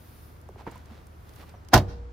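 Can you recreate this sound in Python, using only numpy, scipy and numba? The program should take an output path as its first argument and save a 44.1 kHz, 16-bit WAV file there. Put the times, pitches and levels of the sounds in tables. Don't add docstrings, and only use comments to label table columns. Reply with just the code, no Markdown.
import sys
import numpy as np
from scipy import signal
from scipy.fft import rfft, irfft, next_fast_len
from scipy.io import wavfile
from numba import njit

SR = 44100
rng = np.random.default_rng(int(sys.argv[2]) if len(sys.argv) > 2 else 0)


def generate_wav(sig):
    pcm = np.round(np.clip(np.atleast_2d(sig).T, -1, 1) * 32767).astype(np.int16)
    wavfile.write(sys.argv[1], SR, pcm)


N = 93580
T = np.arange(N) / SR
SEATING_S = 1.7435

# (f/Hz, level/dB)
AIR_SPECTRUM = [(20, -61), (40, 3.5), (58, -0.5), (120, -1), (170, -8), (350, -13.5), (700, -19.5),
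                (1500, -25), (3000, -34), (6000, -40), (15000, -61)]
# (f/Hz, level/dB)
AIR_WIDTH = [(60, -11), (110, -13), (200, -8.5), (380, -5), (700, 0), (1290, 3), (2380, -2.5), (4400, -3.5),
             (8120, 1), (15000, -5.5)]
# (f/Hz, level/dB)
HUM_PARTIALS = [(76.4, -51), (100, -58.5)]
# (f/Hz, level/dB)
HISS_SPECTRUM = [(5000, -1), (8000, -9.5), (10200, 4.5), (12000, -8.5), (13800, 8), (16000, -7.5)]
# (t/s, relative level/dB)
HISS_ENVELOPE = [(0, -58.5), (.25, -57.5), (.45, -70), (1.2, -67.5), (1.4, -59.5), (1.62, -73.5),
                 (1.9, -74), (2.1, -93.5)]
# (f/Hz, level/dB)
TAIL_SPECTRUM = [(80, 15), (300, 0.5), (800, -8), (2000, -26), (5000, -30.5), (8000, -41.5), (15000, -60)]
# (f/Hz, level/dB)
ECHO_RESPONSE = [(100, -5), (800, -0.5), (2000, 1), (4800, 2.5), (9000, -5), (15000, -9)]
# (centre t/s, half length t/s, level/dB)
SHOE_SCUFFS = [(0.6, 0.022, -51), (0.736, 0.081, -53), (0.946, 0.088, -56), (1.301, 0.069, -58.5),
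               (1.41, 0.032, -49), (1.493, 0.033, -55.5)]
# (f/Hz, level/dB)
GRAVEL_SPECTRUM = [(200, 4), (800, 3), (2000, -4.5), (4300, -10.5), (8000, -21.5), (15000, -28.5)]
# (t/s, level/dB, centre f/Hz)
TICK_IMPACTS = [(0.414, -52, 11000), (0.4877, -53.5, 6500), (0.713, -46, 7000), (.718, -52, 9500),
                (0.756, -49, 9000), (0.777, -50, 7000), (.857, -51.5, 5500), (1.068, -48.5, 9000),
                (1.292, -47, 3280), (1.336, -50.5, 3600), (1.358, -47, 13000), (1.362, -47, 3000),
                (1.493, -51.5, 4300), (1.648, -53.5, 4030), (1.6858, -42.5, 4430)]
# (t/s, level/dB, f/Hz)
FLEX_THUDS = [(0.671, -35, 319.4), (0.913, -38.5, 225), (.955, -70, 93)]
# (t/s, level/dB)
SHEET_TAPS = [(0.4895, -37), (0.5586, -42.5)]
# (t/s, level/dB, f/Hz)
HINGE_KNOCKS = [(0.593, -46, 954), (.609, -44, 834), (.6665, -32, 928), (.672, -34, 464.6),
                (.720, -46, 865), (.757, -42.5, 1003), (1.430, -49, 1157), (1.5405, -43, 723)]
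# (f/Hz, level/dB)
RATTLE_SPECTRUM = [(150, 5), (320, 4), (650, -2.5), (1000, 0.5), (1900, -10), (4000, -28.5), (10000, -44)]
# (f/Hz, level/dB, T60/s)
COMPARTMENT_MODES = [(55.8, -9.5, 0.21), (59.9, -27.5, 2.2), (94.7, -15, 0.47), (113.8, -2.5, 0.15),
                     (142.7, -15, .3), (206.5, -16, 0.23), (470, -18, 0.12), (476, -38, 1.55)]
# (f/Hz, level/dB)
SHUDDER_SPECTRUM = [(25, -38.5), (45, -19), (65, -5.5), (130, -8.5), (220, -5), (330, -4), (450, -13),
                    (620, -5.5), (1000, -21), (4000, -50)]
# (t/s, panel level/dB, latch level/dB)
SLAM_CONTACTS = [(1.7293, -26.5, -49), (1.7335, -7.5, -28.5), (1.7378, -8.5, -13.5), (1.7406, -15, -10.5),
                 (1.7457, -8.5, -27.5), (1.7570, -20, -26), (1.7636, -18, -33.5), (1.7765, -19, -23.5)]
# (f/Hz, relative level/dB, T60/s)
HATCH_MODES = [(301.5, -6.5, 0.14), (338.3, -11, 0.18), (366, -9, 0.24), (507, -10, .13), (605.6, -2, .13),
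               (677, -5.5, 0.12), (735, -3, 0.086), (785, 0, 0.053), (852, 2, 0.087), (990, -8, 0.095),
               (1290, -28, 0.097), (1427, -12, 0.116), (1656, -11.5, 0.078), (2720, -26, 0.069),
               (3806, -17.5, 0.11)]
# (f/Hz, level/dB)
SKIN_SPECTRUM = [(120, -31.5), (300, -3.5), (500, -7.5), (800, 6.5), (1150, -6.5), (1550, -5.5),
                 (2400, -16), (5000, -17), (10000, -38)]
# (f/Hz, level/dB)
LATCH_SPECTRUM = [(800, -20), (2000, 1), (3500, 0), (5800, 2.5), (8000, -10.5), (10500, -6), (12000, -24),
                  (13700, 3), (16000, -33.5)]
# (f/Hz, level/dB)
HATCH_WIDTH = [(60, -20), (250, -17), (600, -7), (2000, -6.5), (5000, -1.5), (9000, 0)]
# (f/Hz, level/dB)
NEAR_BALANCE = [(60, -0.5), (130, -2), (260, .5), (520, -1), (1000, -3), (4000, -3), (9000, -1.5)]


def undb(db):
    return 10 ** (np.asarray(db) / 20)


def colour(x, points):
    hz, db = np.array(points, float).T
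    size = next_fast_len(N + 4096, real=True)
    f = np.maximum(np.fft.rfftfreq(size, 1 / SR), 1)
    response = undb(np.interp(np.log(f), np.log(hz), db))
    return irfft(rfft(x, size) * response, size)[..., :N]


def unit(x):
    return x / np.std(x)


def noise(spectrum, width):
    mid, side = rng.standard_normal((2, N))
    return unit(colour(mid + np.array([[1], [-1]]) * colour(side, width), spectrum))


def fade(start, t60, rise=0.00049):
    age = np.maximum(T - start, 0)
    return (1 - np.exp(-age / rise)) * np.exp(-np.log(1000) * age / t60)


def ring(start, hz, t60, rise=0.00021):
    return fade(start, t60, rise) * np.sin(2 * np.pi * hz * (T - start))


def metal_noise(spectrum, spacing_hz, scatter_db):
    noises = np.array([noise(spectrum, HATCH_WIDTH) for _ in SLAM_CONTACTS])
    hz = np.arange(1, SR / 2, spacing_hz)
    db = scatter_db * rng.standard_normal(N)[:len(hz)]
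    return unit(colour(noises, np.column_stack([hz, db])))


def machine_hum():
    return sum(undb(db) * np.sqrt(2) * np.sin(2 * np.pi * (hz * T + rng.random()))
               for hz, db in HUM_PARTIALS)


def air():
    hiss_db = np.interp(T, *np.array(HISS_ENVELOPE).T) - 2
    hiss = undb(hiss_db) * noise(HISS_SPECTRUM, AIR_WIDTH)
    return hiss + undb(-50) * noise(AIR_SPECTRUM, AIR_WIDTH)


def yard_reflections(bang):
    tail = undb(-25.5) * noise(TAIL_SPECTRUM, AIR_WIDTH) * fade(SEATING_S, t60=0.82, rise=0.014)
    echo_path = rng.standard_normal((2, N)) * fade(start=0.142, t60=0.31)
    echo_path /= np.sqrt(np.sum(echo_path ** 2, axis=1, keepdims=True))
    echo = signal.fftconvolve(colour(bang, ECHO_RESPONSE), echo_path, axes=1)[:, :N]
    return tail + undb(-36.5) * echo


def gravel(grains_per_s=6800, scatter_db=7, width=0.8):
    impacts = (rng.random(N) < grains_per_s / SR) * undb(scatter_db * rng.uniform(-0.69, 1, N))
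    grains = impacts * (rng.standard_normal(N) + width * rng.standard_normal((2, N)))
    swell = sum(undb(db) * np.exp(-((T - centre) / half) ** 2) for centre, half, db in SHOE_SCUFFS)
    return unit(colour(grains, GRAVEL_SPECTRUM)) * swell


def squeak(centre_s=1.574, half_s=0.022, centre_hz=5600, fall_hz_per_s=23000):
    offset = T - centre_s
    cycles = centre_hz * offset - fall_hz_per_s * offset ** 2 / 2
    return undb(-70.5) * np.exp(-(offset / half_s) ** 2) * np.sin(2 * np.pi * cycles)


def ticks(db_per_octave=6.5):
    out = 0
    for start, db, hz in TICK_IMPACTS:
        hump = [(hz * 2. ** octave, -db_per_octave * abs(octave)) for octave in range(-5, 4)]
        out += undb(db) * noise(hump, HATCH_WIDTH) * fade(start, t60=0.018)
    return out


def flex_thuds():
    return sum(undb(db) * ring(start, hz, t60=0.098, rise=0.0013) for start, db, hz in FLEX_THUDS)


def sheet_taps(from_hz=1220, to_hz=358, fall_s=0.00237):
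    out = 0
    for start, db in SHEET_TAPS:
        age = np.maximum(T - start, 0)
        cycles = to_hz * age + (from_hz - to_hz) * fall_s * (1 - np.exp(-age / fall_s))
        out += undb(db) * fade(start, t60=0.076) * np.sin(2 * np.pi * cycles)
    return out


def hinge_knocks():
    rattle = undb(-4.5) * noise(RATTLE_SPECTRUM, HATCH_WIDTH)
    return sum(undb(db) * (ring(start, hz, t60=0.06) + rattle * fade(start, t60=0.11))
               for start, db, hz in HINGE_KNOCKS)


def compartment_boom(rise_s=0.0034):
    shudder = noise(SHUDDER_SPECTRUM, HATCH_WIDTH) * fade(SEATING_S, t60=0.21, rise=rise_s)
    modes = sum(undb(db) * ring(SEATING_S, hz, t60, rise_s) for hz, db, t60 in COMPARTMENT_MODES)
    return modes + undb(-13.5) * shudder


def hatch_slam(brush_s=0.0045):
    first_contact = SLAM_CONTACTS[0][0]
    seal_brush = np.exp(-np.abs(T - first_contact) / brush_s)
    out = undb(-33.5) * noise(SKIN_SPECTRUM, HATCH_WIDTH) * seal_brush
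    skins = metal_noise(SKIN_SPECTRUM, spacing_hz=25.1, scatter_db=1.5)
    latches = metal_noise(LATCH_SPECTRUM, spacing_hz=118.1, scatter_db=2.5)
    for (start, panel_db, latch_db), skin, latch in zip(SLAM_CONTACTS, skins, latches):
        modes = sum(undb(db) * ring(start, hz, t60, rise=1 / hz) for hz, db, t60 in HATCH_MODES)
        clatter = skin * fade(start, t60=0.1)
        panel = undb(-6) * modes + undb(-1) * clatter
        crack = latch * (fade(start, t60=0.024) + undb(-10.5) * fade(start, t60=0.097))
        out += undb(panel_db) * panel + undb(latch_db) * crack
    return out


def scene():
    bang = hatch_slam() + compartment_boom()
    near = bang + hinge_knocks() + ticks() + sheet_taps() + squeak() + flex_thuds() + gravel()
    placed = np.array([colour(channel, [(hz, sign * db / 2) for hz, db in NEAR_BALANCE])
                       for channel, sign in zip(near, (1, -1))])
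    return placed + yard_reflections(bang) + machine_hum() + air()


@njit
def follow(x, attack_s, release_s):
    out, level = np.empty(len(x)), 0.
    for i in range(len(x)):
        lag_s = attack_s if x[i] > level else release_s
        level += (x[i] - level) / (lag_s * SR)
        out[i] = level
    return out


def record(dry, low_cut_hz=27.4, top_hz=15800, threshold=0.43, ratio=2.5):
    low_cut = signal.butter(3, low_cut_hz, "high", fs=SR, output="sos")
    top_cut = signal.ellip(8, 0.2, 70, top_hz, fs=SR, output="sos")
    x = signal.sosfilt(low_cut, dry)
    level = follow(np.abs(x).max(axis=0), attack_s=0.004, release_s=0.7)
    gain = np.maximum(level / threshold, 1) ** (1 / ratio - 1)
    return signal.sosfilt(top_cut, np.tanh(x * gain))


dry = scene()
out = record(dry)
generate_wav(out)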